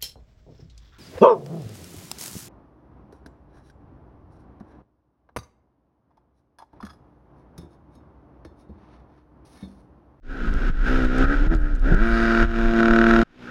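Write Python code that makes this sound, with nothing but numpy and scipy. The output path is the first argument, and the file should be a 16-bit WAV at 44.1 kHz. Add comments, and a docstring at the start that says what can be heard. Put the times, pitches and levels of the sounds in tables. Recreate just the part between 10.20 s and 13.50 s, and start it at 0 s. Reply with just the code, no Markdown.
"""On a grass track, heard from the rider's helmet, a single-cylinder motocross bike is blipped, hits a
ramp and screams against its rev limiter in the air, where every third firing bangs. The firings form a
pulse train: its harmonics are the exhaust note, and with turbulent gas it excites the resonances of
intake and engine. Wind buffets the microphone and the chassis knocks. Just after three seconds the
sound drops abruptly to a much fainter engine at low revs."""
import sys
import numpy as np
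from scipy import signal
from scipy.fft import rfft, irfft, next_fast_len
from scipy.io import wavfile
from scipy.ndimage import uniform_filter1d

SR = 44100
rng = np.random.default_rng(int(sys.argv[2]) if len(sys.argv) > 2 else 0)


def generate_wav(sig):
    """Save sig (samples, or channels by samples) to the path in sys.argv[1] as 16-bit PCM at SR."""
    pcm = np.round(np.clip(np.atleast_2d(sig).T, -1, 1) * 32767).astype(np.int16)
    wavfile.write(sys.argv[1], SR, pcm)


N = 145530
T = np.arange(N) / SR
LIMIT_HZ, LIMIT_S, DROP_S = 114.25, 1.83, 3.035  # firing rate at the limiter, its onset, the drop


def from_db(db):
    """Decibel law: 20 dB is a tenfold amplitude."""
    return 10 ** (np.asarray(db) / 20)


def in_time(rows):
    """Linear interpolation of each column of a time table to every sample."""
    times, *columns = np.transpose(rows)
    return np.array([np.interp(T, times, column) for column in columns])


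def unit_rms(x, size=1800):
    """Normalisation by the running rms, averaged twice over `size` samples."""
    power = uniform_filter1d(uniform_filter1d(x * x, size), size)
    return x / np.sqrt(np.maximum(power, 1e-18))


def shaped(x, spectrum):
    """Minimum-phase filtering at unit power gain: folding the cepstrum makes the response causal."""
    size = 2 * next_fast_len(N // 2 + 8000)
    hz, db = np.transpose(spectrum)
    bin_hz = np.arange(size // 2 + 1) * SR / size
    gain = from_db(np.interp(np.log(bin_hz + 1), np.log(hz), db))
    cepstrum = irfft(np.log(gain / np.sqrt(np.mean(gain ** 2))))
    cepstrum[1:size // 2] *= 2
    cepstrum[size // 2 + 1:] = 0
    return irfft(rfft(x, size) * np.exp(rfft(cepstrum)))[:N]


def impulses(times, sizes):
    """Fractional delay: each impulse is shared between two neighbouring samples."""
    out, at = np.zeros(N), np.clip(np.asarray(times) * SR, 0, N - 2)
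    whole = at.astype(int)
    np.add.at(out, whole, sizes * (1 - at + whole))
    np.add.at(out, whole + 1, sizes * (at - whole))
    return out


def decay(x, seconds):
    """First-order relaxation: each impulse gains an exponential tail."""
    return signal.lfilter([1], [1, -np.exp(-1 / (seconds * SR))], x + 1e-18)


def firings(cycles, rough, jitter_s=.0008):
    """Cycle-to-cycle variation: one uneven pulse per firing, and three streams of turbulent puffs."""
    times = np.interp(np.arange(1, int(cycles[-1])), cycles, T)
    uneven = np.interp(times, T, rough)
    timing, strength = rng.standard_normal((N // 300, 2))[:len(times)].T
    pulses = impulses(times + jitter_s * uneven ** 2 * timing, np.exp(uneven * strength))
    pulses = unit_rms(pulses + 1e-4 * rng.standard_normal(N))
    flow = unit_rms(1 + np.exp(-(cycles % 1)))  # a steady part plus a puff fading over each cycle
    return pulses, flow * rng.standard_normal((3, N))


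def waver(hz=25):
    """Random modulation: interpolated noise lying mostly below `hz`."""
    knots = rng.standard_normal(int(2 * hz * N / SR) + 2)
    return np.interp(T * 2 * hz, np.arange(len(knots)), knots)


# Four firing rates at which the harmonic balance is given: f/Hz
BALANCE_RATES = [53, 65, 79, 112]
# Exhaust harmonics, a row each from the fundamental up: relative level/dB at each of those rates
HARMONICS = [(-22, -24, -18, -23), (-8, -7.5, -6.5, 2.5), (1.5, -11.5, -8, -1), (-0.5, 1, 1.5, -14),
             (0, -7.5, -17.5, -16), (-5, -9.5, -31, -8), (-34, -12.5, -16, -28), (-17.5, -11, -17, -23.5),
             (-14.5, -17, -19, -27), (-33, -20, -30, -20), (-42, -18.5, -23, -46), (-32, -18.5, -25, -47)]
def exhaust_note(cycles, rate, rough, waver_depth=.9, waver_cycles=.025):
    """Fourier series on the firing rate: the balance follows the revs and wavers with roughness."""
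    note, power = 0, 0
    phase = cycles + waver_cycles * rough * waver()
    for order, levels in enumerate(HARMONICS, 1):
        gain = from_db(np.interp(rate, BALANCE_RATES, levels))
        flutter = 1 + waver_depth * rough * waver()
        note += gain * flutter * np.sin(2 * np.pi * (order * phase + rng.random()))
        power += gain ** 2 / 2
    return note / np.sqrt(power)


# Broad resonance of the exhaust pipe: f/Hz, level/dB
PIPE_RESPONSE = [(30, -12), (70, -33.5), (130, -3.5), (190, -1.5), (260, 2.5), (340, -5), (420, -2),
                 (520, -15), (680, -14.5), (800, -22), (1100, -18.5), (1500, -29.5), (4000, -73.5)]
def exhaust_pipe(note, puffs, bang_pulses, rough, thud=1.8):
    """Air-column resonance: puffs and bangs add a growl to the note, at constant total power."""
    growl = unit_rms(shaped(puffs + thud * bang_pulses, PIPE_RESPONSE))
    growl_ratio = 1.7 * rough
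    return (note + growl_ratio * growl) / np.sqrt(1 + growl_ratio ** 2)


# Hard ring of the intake and engine: f/Hz, level/dB
RASP_RESPONSE = [(100, -10), (600, -7), (1000, -47.5), (1180, -23.5), (1260, 13.5), (1480, 16),
                 (1610, 14.5), (1730, 4.5), (1950, 4), (2200, -26.5), (2350, -1.5), (2600, -40.5),
                 (4000, -55), (10000, -88.5)]
def intake_rasp(pulses, puffs, bang_pulses, rough, duck, turbulence=13.0):
    """Forced vibration: pulses, turbulence and bangs drive the resonances of intake and engine."""
    drive = duck * unit_rms(pulses + turbulence * rough * puffs) + bang_pulses
    return unit_rms(shaped(drive, RASP_RESPONSE))


def metal_rattle(pulses, bang_pulses, rate, decay_s=.0037):
    """Convolution with a dense, damped response: each pulse rattles metal, harder at high revs."""
    drive = .55 * (rate / LIMIT_HZ) ** 2 * pulses + .54 * bang_pulses
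    tail = rng.standard_normal(600) * np.exp(-np.arange(600) / (decay_s * SR))
    return signal.fftconvolve(drive, tail / np.sqrt(np.sum(tail ** 2)))[:N]


# Spectrum of the gas hiss: f/Hz, level/dB
HISS_SPECTRUM = [(300, 11), (1000, 4), (2000, 2.5), (2700, 1), (3700, -3.5), (4500, -10), (5200, -8.5),
                 (6000, -15.5), (6700, -15), (7600, -23.5), (9000, -28), (11000, -27.5), (12500, -32.5),
                 (13800, -33), (16000, -64)]
def gas_hiss(gas, rattle):
    """Turbulent flow noise: broadband gas and the rattle share one falling spectrum."""
    return unit_rms(shaped(gas + rattle, HISS_SPECTRUM))


# Firing rate up to the limiter: t/s, f/Hz
FIRING_RATE = [(0, 60), (.05, 61.1), (.116, 67.3), (.146, 68.6), (.22, 59.2), (.328, 50.6), (.426, 63.8),
               (.446, 63.4), (.6, 49.6), (.704, 64.6), (.796, 64.9), (.864, 62.2), (.992, 64.8),
               (1.132, 71.6), (1.208, 71.6), (1.326, 83.3), (1.4, 74), (1.498, 75.4), (1.584, 64.3),
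               (1.662, 65.6), (1.776, 98.3), (1.83, 114.4)]
# Unevenness of the firings: t/s, roughness (0-1)
ROUGHNESS = [(0, .3), (.3, .3), (.38, .45), (.55, .3), (.64, .45), (.72, .14), (1.12, .13), (1.22, .55),
             (1.31, .17), (1.45, .17), (1.6, .4), (1.76, .18), (1.85, .08), (3, .1)]
# Engine envelopes before TRIM_DB: t/s, exhaust level/dB, rasp level/dB, hiss level/dB
ENGINE_LEVELS = [(0.0, -102, -126, -132), (0.03, -55.5, -69.5, -74), (0.11, -38.5, -42.5, -55),
                 (0.28, -28.5, -35.5, -46.5), (0.31, -32, -40, -50.5), (0.49, -31, -34, -44),
                 (0.52, -45.5, -48.5, -59), (0.63, -35, -37.5, -49), (0.68, -26.5, -26.5, -37.5),
                 (0.71, -23.5, -29.5, -39), (0.85, -22, -31.5, -41), (0.88, -29, -36.5, -47.5),
                 (1.02, -18, -28, -37), (1.05, -24, -22, -40), (1.06, -29, -33.5, -50),
                 (1.13, -21.5, -24.5, -42), (1.17, -31.5, -34, -46), (1.27, -26.5, -39, -47.5),
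                 (1.29, -37, -45.5, -61.5), (1.32, -19.5, -30.5, -49), (1.34, -22.5, -34.5, -45.5),
                 (1.38, -36, -45, -62), (1.46, -33.5, -39.5, -54.5), (1.61, -42, -49.5, -60),
                 (1.66, -27, -33.5, -46), (1.73, -19.5, -28.5, -46), (1.76, -28.5, -31.5, -50.5),
                 (1.82, -23.5, -29, -43.5), (2.23, -17.5, -22, -35.5), (2.27, -34, -40, -52),
                 (2.39, -22, -30.5, -41), (2.52, -20.5, -33, -41), (2.6, -15.5, -23.5, -36),
                 (2.94, -14, -20.5, -34.5), (3.01, -14, -24.5, -36), (3.02, -17, -26, -37)]
TRIM_DB = (-1, .5, 6)  # exhaust, rasp, hiss
def engine():
    """Source-filter principle: one train of firings drives the exhaust, the rasp and the hiss."""
    loud = T < DROP_S
    faint_rate, faint_rough, faint_levels = faint_engine()
    rate = np.where(T < LIMIT_S, in_time(FIRING_RATE)[0], LIMIT_HZ)
    rate = np.where(loud, rate, faint_rate)
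    rough = np.where(loud, in_time(ROUGHNESS)[0], faint_rough)
    levels = uniform_filter1d(np.where(loud, in_time(ENGINE_LEVELS), faint_levels), size=200, axis=1)
    cycles = np.cumsum(rate) / SR
    pulses, (pipe_puffs, rasp_puffs, hiss_puffs) = firings(cycles, rough)
    bang_pulses, bang_gas, duck = limiter_bangs()
    exhaust = exhaust_pipe(exhaust_note(cycles, rate, rough), pipe_puffs, bang_pulses, rough)
    rasp = intake_rasp(pulses, rasp_puffs, bang_pulses, rough, duck)
    rattle = metal_rattle(duck * pulses, bang_pulses, rate)
    hiss = gas_hiss(duck * hiss_puffs + bang_gas, rattle)
    return sum(x * from_db(db + trim) for x, db, trim in zip((exhaust, rasp, hiss), levels, TRIM_DB))


# Gusts on the microphone before trim_db: t/s, level/dB
GUSTS = [(0.0, -51), (0.12, -24.5), (0.16, -34), (0.29, -16), (0.4, -18.5), (0.87, -16), (0.95, -23),
         (1.05, -11.5), (1.11, -19.5), (1.18, -14), (1.22, -15), (1.35, -15), (1.54, -18), (1.75, -12.5),
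         (2.18, -25.5), (2.23, -10), (2.33, -26), (2.46, -14.5), (2.63, -34), (2.7, -12), (2.74, -25),
         (3.01, -20.5), (3.12, -65), (3.3, -42)]
# Spectrum of the buffeting: f/Hz, level/dB
BUFFET_SPECTRUM = [(8, -22), (18, -6), (28, 0), (35, -1), (48, -14), (65, -21), (100, -31), (160, -40),
                   (500, -62), (2000, -90)]
def wind(trim_db=-1, faint_db=-60):
    """Turbulent pressure fluctuation: deep buffeting that leaves only a faint rumble after the drop."""
    db = np.where(T < DROP_S, in_time(GUSTS)[0] + trim_db, faint_db)
    rumble = unit_rms(shaped(rng.standard_normal(N), BUFFET_SPECTRUM), size=3500)
    return rumble * from_db(uniform_filter1d(db, size=200))


# Small ticks of the chassis and grit: t/s, level/dB
TICKS = [(.339, -38), (.848, -32), (.984, -31), (1.349, -35), (1.366, -45), (1.418, -47), (1.552, -43),
         (1.561, -45), (1.596, -47), (1.746, -36)]
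# Spectrum of a tick: f/Hz, level/dB
TICK_SPECTRUM = [(500, -20), (2000, -2), (5000, 0), (8000, -7), (14000, -24)]
def chassis_ticks(decay_s=.00088):
    """Brief contact gives a wide bandwidth: each tick is a short, bright burst of noise."""
    times, db = np.transpose(TICKS)
    envelope = decay(impulses(times, from_db(db)), decay_s)
    return shaped(envelope * rng.standard_normal(N), TICK_SPECTRUM)


# Jolts through the bike and rider: t/s, level/dB before smoothing, decay time/s
JOLTS = [(.497, -21.5, 0.0065), (1.04, -23, 0.0092), (1.266, -14, 0.0077), (1.348, -19.5, 0.0079),
         (1.53, -31, 0.028), (1.716, -30, 0.0084), (2.233, -19, 0.02)]
# Spectrum of a jolt: f/Hz, level/dB
JOLT_SPECTRUM = [(20, -6), (60, 0), (110, -5), (250, -18), (450, -28), (900, -40), (3000, -60),
                 (10000, -85)]
def chassis_jolts():
    """Damped vibration: each jolt is a dull shudder that dies away exponentially."""
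    envelope = sum(decay(impulses([start], from_db(db)), decay_s) for start, db, decay_s in JOLTS)
    shudder = unit_rms(shaped(rng.standard_normal(N), JOLT_SPECTRUM), size=600)
    return shudder * uniform_filter1d(envelope, size=90)


# The wheels strike the ramp: t/s, level/dB
RAMP_HITS = [(1.7215, -6), (1.744, -9)]
# Spectrum of a blow on the ramp: f/Hz, level/dB
RAMP_SPECTRUM = [(20, -6), (70, 1), (150, 0), (330, -7), (500, -15), (900, -32), (3000, -54), (10000, -80)]
def ramp_blows():
    """Impulse response: the suspension passes two blows as blunt, low thumps."""
    times, db = np.transpose(RAMP_HITS)
    blows = shaped(impulses(times, from_db(db)), RAMP_SPECTRUM)
    return -blows / np.abs(blows).max() * from_db(db.max())


# Thin whines at full revs: f/Hz, resonator bandwidth/Hz, start t/s, end t/s, level/dB
WHINES = [(2303, 24, 1.8, 2.25, -45.5), (4640, 1300, 1.87, 2.26, -48), (9050, 410, 1.79, 2.12, -66)]
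def whines(fade_s=.08):
    """Resonance: noise passed twice through a resonator rings in a band as the revs top out."""
    out = np.zeros(N)
    for hz, width_hz, start, end, db in WHINES:
        radius = np.exp(-np.pi * width_hz / SR)
        resonator = [1, 0, -1], [1, -2 * radius * np.cos(2 * np.pi * hz / SR), radius ** 2]
        ring = signal.lfilter(*resonator, signal.lfilter(*resonator, rng.standard_normal(N)))
        fade = np.clip(np.minimum(T - start, end - T) / fade_s, 0, 1)
        out += unit_rms(ring) * from_db(db) * fade
    return out


# Runs of limiter bangs: start t/s, end t/s, relative pulse level/dB, relative gas level/dB
BANG_RUNS = [(1.975, 2.09, -4, -7), (2.122, 2.23, -3, -6), (2.314, 2.35, -3, -4), (2.360, 2.42, -4, -3),
             (2.457, 2.6, -5, -2), (2.6035, 2.88, 0, -1), (2.9098, 3.03, -1, -2)]
def limiter_bangs(rise_s=.0008, decay_s=.0022, top_hz=7000, spread_db=1.0):
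    """Subharmonic excitation: every third firing gives a sharp pulse and a burst of gas."""
    pulses, bursts, power_share = np.zeros((3, N))
    period = 3 / LIMIT_HZ
    for start, end, pulse_db, gas_db in BANG_RUNS:
        times = start + period * np.arange(16)
        sizes = from_db(spread_db * rng.standard_normal(len(times))) * (times < end)
        pulses += impulses(times, sizes * from_db(pulse_db) * np.sqrt(period * SR))
        bursts += impulses(times, sizes * from_db(gas_db) * np.sqrt(2 * period / decay_s))
        power_share[(T >= start) & (T < end)] = from_db(pulse_db) ** 2
    swell = decay(decay(bursts, decay_s), rise_s) / (rise_s * SR)
    lowpass = signal.butter(2, top_hz, fs=SR, output="sos")
    gas = signal.sosfilt(lowpass, swell * rng.standard_normal(N))
    duck = np.sqrt(1 - .75 * power_share)  # gain of the ordinary firings, which weaken during a run
    return pulses, gas, duck


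# Firing rate after the drop: t/s, f/Hz
FAINT_RATE = [(3.04, 50), (3.16, 64), (3.22, 61), (3.3, 60)]
# Envelopes after the drop, before TRIM_DB: t/s, exhaust level/dB, rasp level/dB, hiss level/dB
FAINT_LEVELS = [(3.07, -66, -66, -71), (3.174, -51, -67, -62), (3.232, -42, -53, -52),
                (3.29, -39, -39.5, -51)]
def faint_engine(rough=.15):
    """Pitch follows firing rate: the low rate, roughness and levels of the engine after the drop."""
    return in_time(FAINT_RATE)[0], rough, in_time(FAINT_LEVELS)


def scene():
    """Superposition: engine, wind and knocks add at one point."""
    return (engine() + whines() + wind() + chassis_ticks() + chassis_jolts() + ramp_blows())[None]


def record(dry, stop_hz=16000):
    """Band limiting: a steep low-pass filter removes the highest treble."""
    return signal.sosfilt(signal.cheby2(12, 70, stop_hz, fs=SR, output="sos"), dry)


dry = scene()
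out = record(dry)
generate_wav(out)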